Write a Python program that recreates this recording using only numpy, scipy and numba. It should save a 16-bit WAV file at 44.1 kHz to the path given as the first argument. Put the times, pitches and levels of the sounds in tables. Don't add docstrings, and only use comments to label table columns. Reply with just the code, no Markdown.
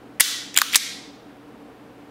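import sys
import numpy as np
from scipy import signal
from scipy.fft import rfft, irfft, next_fast_len
from scipy.io import wavfile
from scipy.ndimage import uniform_filter1d
from numba import njit

SR = 44100
rng = np.random.default_rng(int(sys.argv[2]) if len(sys.argv) > 2 else 0)


def amplitude_ratio(level_db):
    exponent = np.asarray(level_db, float) / 20
    return 10 ** exponent


def file_out(sig):
    cols = np.atleast_2d(sig).T
    lim = np.clip(cols, -1, 1)
    pcm = np.round(lim * 32767).astype(np.int16)
    wavfile.write(sys.argv[1], SR, pcm)


N = 92610

# t/s, level/dB, main resonance f/Hz, its share over the frame/dB, rattle t60/s
HAMMER_HITS = [
    (.1984, -9, 1850, 6, .02),
    (.2008, -6, 9200, 8, .01),
    (.203, -6, 1850, 16, .02),
    (.2043, -1, 7200, 6, .009),
    (.2069, 10, 8500, -1, .014),
    (.2105, -5, 3600, 8, .02),
]
DRAW_HITS = [
    (.5415, -30, 2000, 14, .02),
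    (.5432, -21, 5800, 10, .014),
    (.5535, -24, 2200, 22, .08),
    (.5612, -18, 3000, 3, .014),
    (.5644, -6, 2800, 7, .011),
    (.568, -18, 1500, 16, .04),
]
CATCH_HITS = [
    (.5722, -15, 2000, 20, .012),
    (.5743, 6.5, 4000, -1, .009),
    (.578, -8, 2300, 5, .025),
    (.5866, 3, 1900, 3, .016),
    (.5975, -9, 2500, 2, .018),
    (.6095, -14, 3500, 0, .018),
]
STOP_HITS = [
    (.6166, 4, 4300, -3, .011),
    (.6169, 0, 1340, 26, .014),
]
RETURN_HITS = [
    (.722, -24, 3500, 14, .05),
    (.7278, -17, 5500, 12, .016),
    (.732, -13, 2000, 10, .04),
    (.738, -13, 3500, 20, .016),
    (.7438, -11, 3000, 8, .014),
    (.7456, -2, 3200, 14, .022),
    (.7482, -7, 2200, 10, .016),
    (.753, -14, 2000, 16, .03),
]
SLAM_HITS = [
    (.7569, 11.5, 4600, 0, .01),
    (.7606, 5, 8200, 6, .008),
    (.7625, -3, 2200, 4, .02),
    (.765, 0, 7000, 3, .02),
    (.775, -8, 6000, 10, .018),
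]

# f/Hz, width/Hz, level/dB
HAMMER_BODY = [(1980, 410, -2), (3570, 350, -2), (4670, 400, -5), (7470, 340, 0), (8840, 270, -2),
               (11700, 240, -9), (12700, 220, -7), (14100, 560, -8), (15400, 380, -9)]
DRAW_BODY = [(3150, 440, 0), (3930, 610, -1), (7120, 420, 0), (9110, 400, -5), (11100, 350, -7),
             (12800, 420, -10), (14400, 350, -9), (15300, 360, -4)]
STOP_BODY = [(3740, 270, 0), (5020, 230, -5), (6020, 510, -7), (8310, 290, -4), (11400, 580, -6),
             (12400, 250, -9), (14200, 220, -10), (14900, 540, -11)]
RETURN_BODY = [(1460, 480, -2), (3270, 350, 0), (7220, 280, -14), (8690, 310, -15), (10400, 430, -16),
               (11400, 470, -19), (14100, 350, -19)]
SLAM_BODY = [(3810, 310, 0), (4820, 200, -7), (5420, 440, -2), (7010, 230, 0), (8140, 230, -1),
             (10000, 200, -5), (11900, 270, -9), (13200, 250, -10), (14300, 210, -12)]

# f/Hz, level/dB, t60/s
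HAMMER_RING = [(1460, -44, .4), (1890, -46, .4), (3500, -36, .65), (5930, -38, .6), (9400, -46, .45)]
SLAM_RING = [(2250, -44, .5), (4300, -46, .5), (5986, -42, .5), (9771, -47, .4), (13190, -43, .36)]

# f/Hz, level per Hz/dB
HAMMER_FIELD = [(530, -49), (900, -22.5), (1440, -6.5), (1580, -12), (1840, -4), (2520, -11.5), (3240, -2),
                (6030, -5), (15700, -15.5)]
DRAW_FIELD = [(530, -71.5), (900, -44.5), (979, -17), (1370, -3.5), (1940, -11.5), (2100, -10),
              (3780, -5.5), (15700, -20.5)]
SLAM_FIELD = [(530, -54), (900, -24.5), (2180, -3), (2770, -11), (3600, -1.5), (5890, -6), (11200, -13.5),
              (13600, -22.5), (15700, -34.5)]

# f/Hz, t60/s
ROOM_T60 = [(500, .6), (2000, .7), (5000, .68), (10000, .48), (13000, .4), (16000, .34)]

# f/Hz, level per Hz/dB
AIR = [(25, -19), (50, -6.5), (120, -5.5), (300, 2.5), (1000, -5), (3200, -18), (6300, -29.5),
       (16000, -34.5)]

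# f/Hz, width/Hz, rms level/dB
DUCTS = [(195.6, 20, -58.5), (231, 15, -57), (287.1, 32, -49), (458, 50, -56), (745, 40, -63)]

CRACK_DB, CRACK_HZ = -4, 7000
SCATTER_DB = 2
LOW_HZ, SHARPNESS = 750, 3.5
EVEN_BINS, RING_ROUGH = 90, .085
WALL_S, RISE_S = .003, .0018
AIR_DB, MAINS_HZ, MAINS_DB = -42.5, 123, -57.5
THRESHOLD_DB, SLOPE = -20.5, .85
SENSE_S, ATTACK_S, RELEASE_S = .008, .018, .05
HISS_DB, TOP_HZ, EDGE_HZ = -87.5, 16000, 400


def unit(x):
    return x / np.sqrt(np.mean(x ** 2) + 1e-20)


def along(points, hz):
    f, value = np.transpose(points)
    return np.interp(np.log(hz + 1), np.log(f + 1), value)


def filtered(x, response):
    size = next_fast_len(len(x) + 8192)
    spectrum = rfft(x, size) * response(np.fft.rfftfreq(size, 1 / SR))
    return irfft(spectrum, size)[:len(x)]


def peak(f, hz, width):
    return 1j * f * width / (hz * hz - f * f + 1j * f * width)


def rattle(t60):
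    t = np.arange(SR // 10) / SR
    spectrum = rfft(rng.standard_normal(len(t)) * amplitude_ratio(-60 * t / t60))
    local_power = uniform_filter1d(np.abs(spectrum) ** 2, size=EVEN_BINS)
    fade = np.clip(1 - 2 * t / t[-1], 0, 1)
    return irfft(spectrum / np.sqrt(local_power), len(t)) * fade


def click(body, hz, share_db, t60):
    gains = amplitude_ratio(SCATTER_DB * rng.standard_normal(len(body)))

    def response(f):
        total = amplitude_ratio(CRACK_DB) / (1 + 1j * f / CRACK_HZ)
        for k, (gain, (center, width, db)) in enumerate(zip(gains, body)):
            total = total + (-1) ** k * gain * amplitude_ratio(db) * peak(f, center, width)
        main = amplitude_ratio(share_db) * peak(f, hz, 1.6 * hz / SHARPNESS) ** 2
        low_cut = (1j * f / (LOW_HZ + 1j * f)) ** 3
        return (total + main) * low_cut

    x = filtered(rattle(t60), response)
    return x / np.abs(x).max()


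def ringing(hz, t60):
    t = np.arange(SR // 2) / SR
    drift = np.cumsum(rng.standard_normal(len(t))) * RING_ROUGH
    return amplitude_ratio(-60 * t / t60) * np.sin(2 * np.pi * hz * t + drift)


def contacts(hits, body, ring=()):
    out = np.zeros(N + SR)
    for s, db, hz, share_db, t60 in hits:
        hit = amplitude_ratio(db) * click(body, hz, share_db, t60)
        out[round(s * SR):][:len(hit)] += hit
    hardest_s, hardest_db = max(hits, key=lambda hit: hit[1])[:2]
    for hz, level_db, t60 in ring:
        tone = amplitude_ratio(hardest_db + level_db) * ringing(hz, t60)
        out[round(hardest_s * SR):][:len(tone)] += tone
    return out[:N]


def room(hits, field, wet_db):
    hz, t, z = signal.stft(rng.standard_normal(SR), SR, nperseg=256)
    decay_db = along(field, hz)[:, None] - 60 * t / along(ROOM_T60, hz)[:, None]
    tail = signal.istft(z * amplitude_ratio(decay_db), SR, nperseg=256)[1]
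    tail = tail * (1 - np.exp(-np.arange(len(tail)) / SR / RISE_S))
    blows = np.zeros(N)
    for s, db, *_ in hits:
        blows[round((s + WALL_S) * SR)] = amplitude_ratio(db)
    return amplitude_ratio(wet_db + 18.5) * signal.fftconvolve(blows, tail / np.linalg.norm(tail))[:N]


def ventilation():
    rush = filtered(rng.standard_normal(N), lambda f: amplitude_ratio(along(AIR, f)))
    out = amplitude_ratio(AIR_DB - 6) * unit(rush)
    for hz, width, db in DUCTS:
        duct = filtered(rng.standard_normal(N), lambda f: peak(f, hz, width) ** 2)
        out = out + amplitude_ratio(db) * unit(duct)
    drift = np.cumsum(rng.standard_normal(N)) * .012
    return out + amplitude_ratio(MAINS_DB) * np.sin(2 * np.pi * MAINS_HZ * np.arange(N) / SR + drift)


def scene():
    near = contacts(HAMMER_HITS, HAMMER_BODY, HAMMER_RING)
    near = near + contacts(DRAW_HITS + CATCH_HITS, DRAW_BODY)
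    near = near + contacts(STOP_HITS, STOP_BODY)
    near = near + contacts(RETURN_HITS, RETURN_BODY)
    near = near + contacts(SLAM_HITS, SLAM_BODY, SLAM_RING)
    far = room(HAMMER_HITS, HAMMER_FIELD, wet_db=-12)
    far = far + room(DRAW_HITS + CATCH_HITS + STOP_HITS, DRAW_FIELD, wet_db=-17.5)
    far = far + room(RETURN_HITS + SLAM_HITS, SLAM_FIELD, wet_db=-18.5)
    return (near + far + ventilation())[None]


@njit
def follow(want, down, up):
    out, gain = np.zeros(len(want)), 0.0
    for i in range(len(want)):
        gain += (want[i] - gain) * (down if want[i] < gain else up)
        out[i] = gain
    return out


def top_cut(x):
    return signal.sosfilt(signal.butter(12, 16230, fs=SR, output="sos"), x)


def record(dry):
    k = 1 / (SENSE_S * SR)
    power = signal.lfilter([k], [1, k - 1], dry[0] ** 2)
    over_db = np.maximum(10 * np.log10(power + 1e-12) - THRESHOLD_DB, 0)
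    gain_db = follow(-SLOPE * over_db, 1 / (ATTACK_S * SR), 1 / (RELEASE_S * SR))
    hissy = dry[0] + amplitude_ratio(HISS_DB) * rng.standard_normal(N)
    limited = filtered(hissy, lambda f: np.clip((TOP_HZ - f) / EDGE_HZ, 0, 1))
    mix = np.clip(limited * amplitude_ratio(gain_db), -1, 1)
    return top_cut(mix[None])


dry = scene()
out = record(dry)
file_out(out)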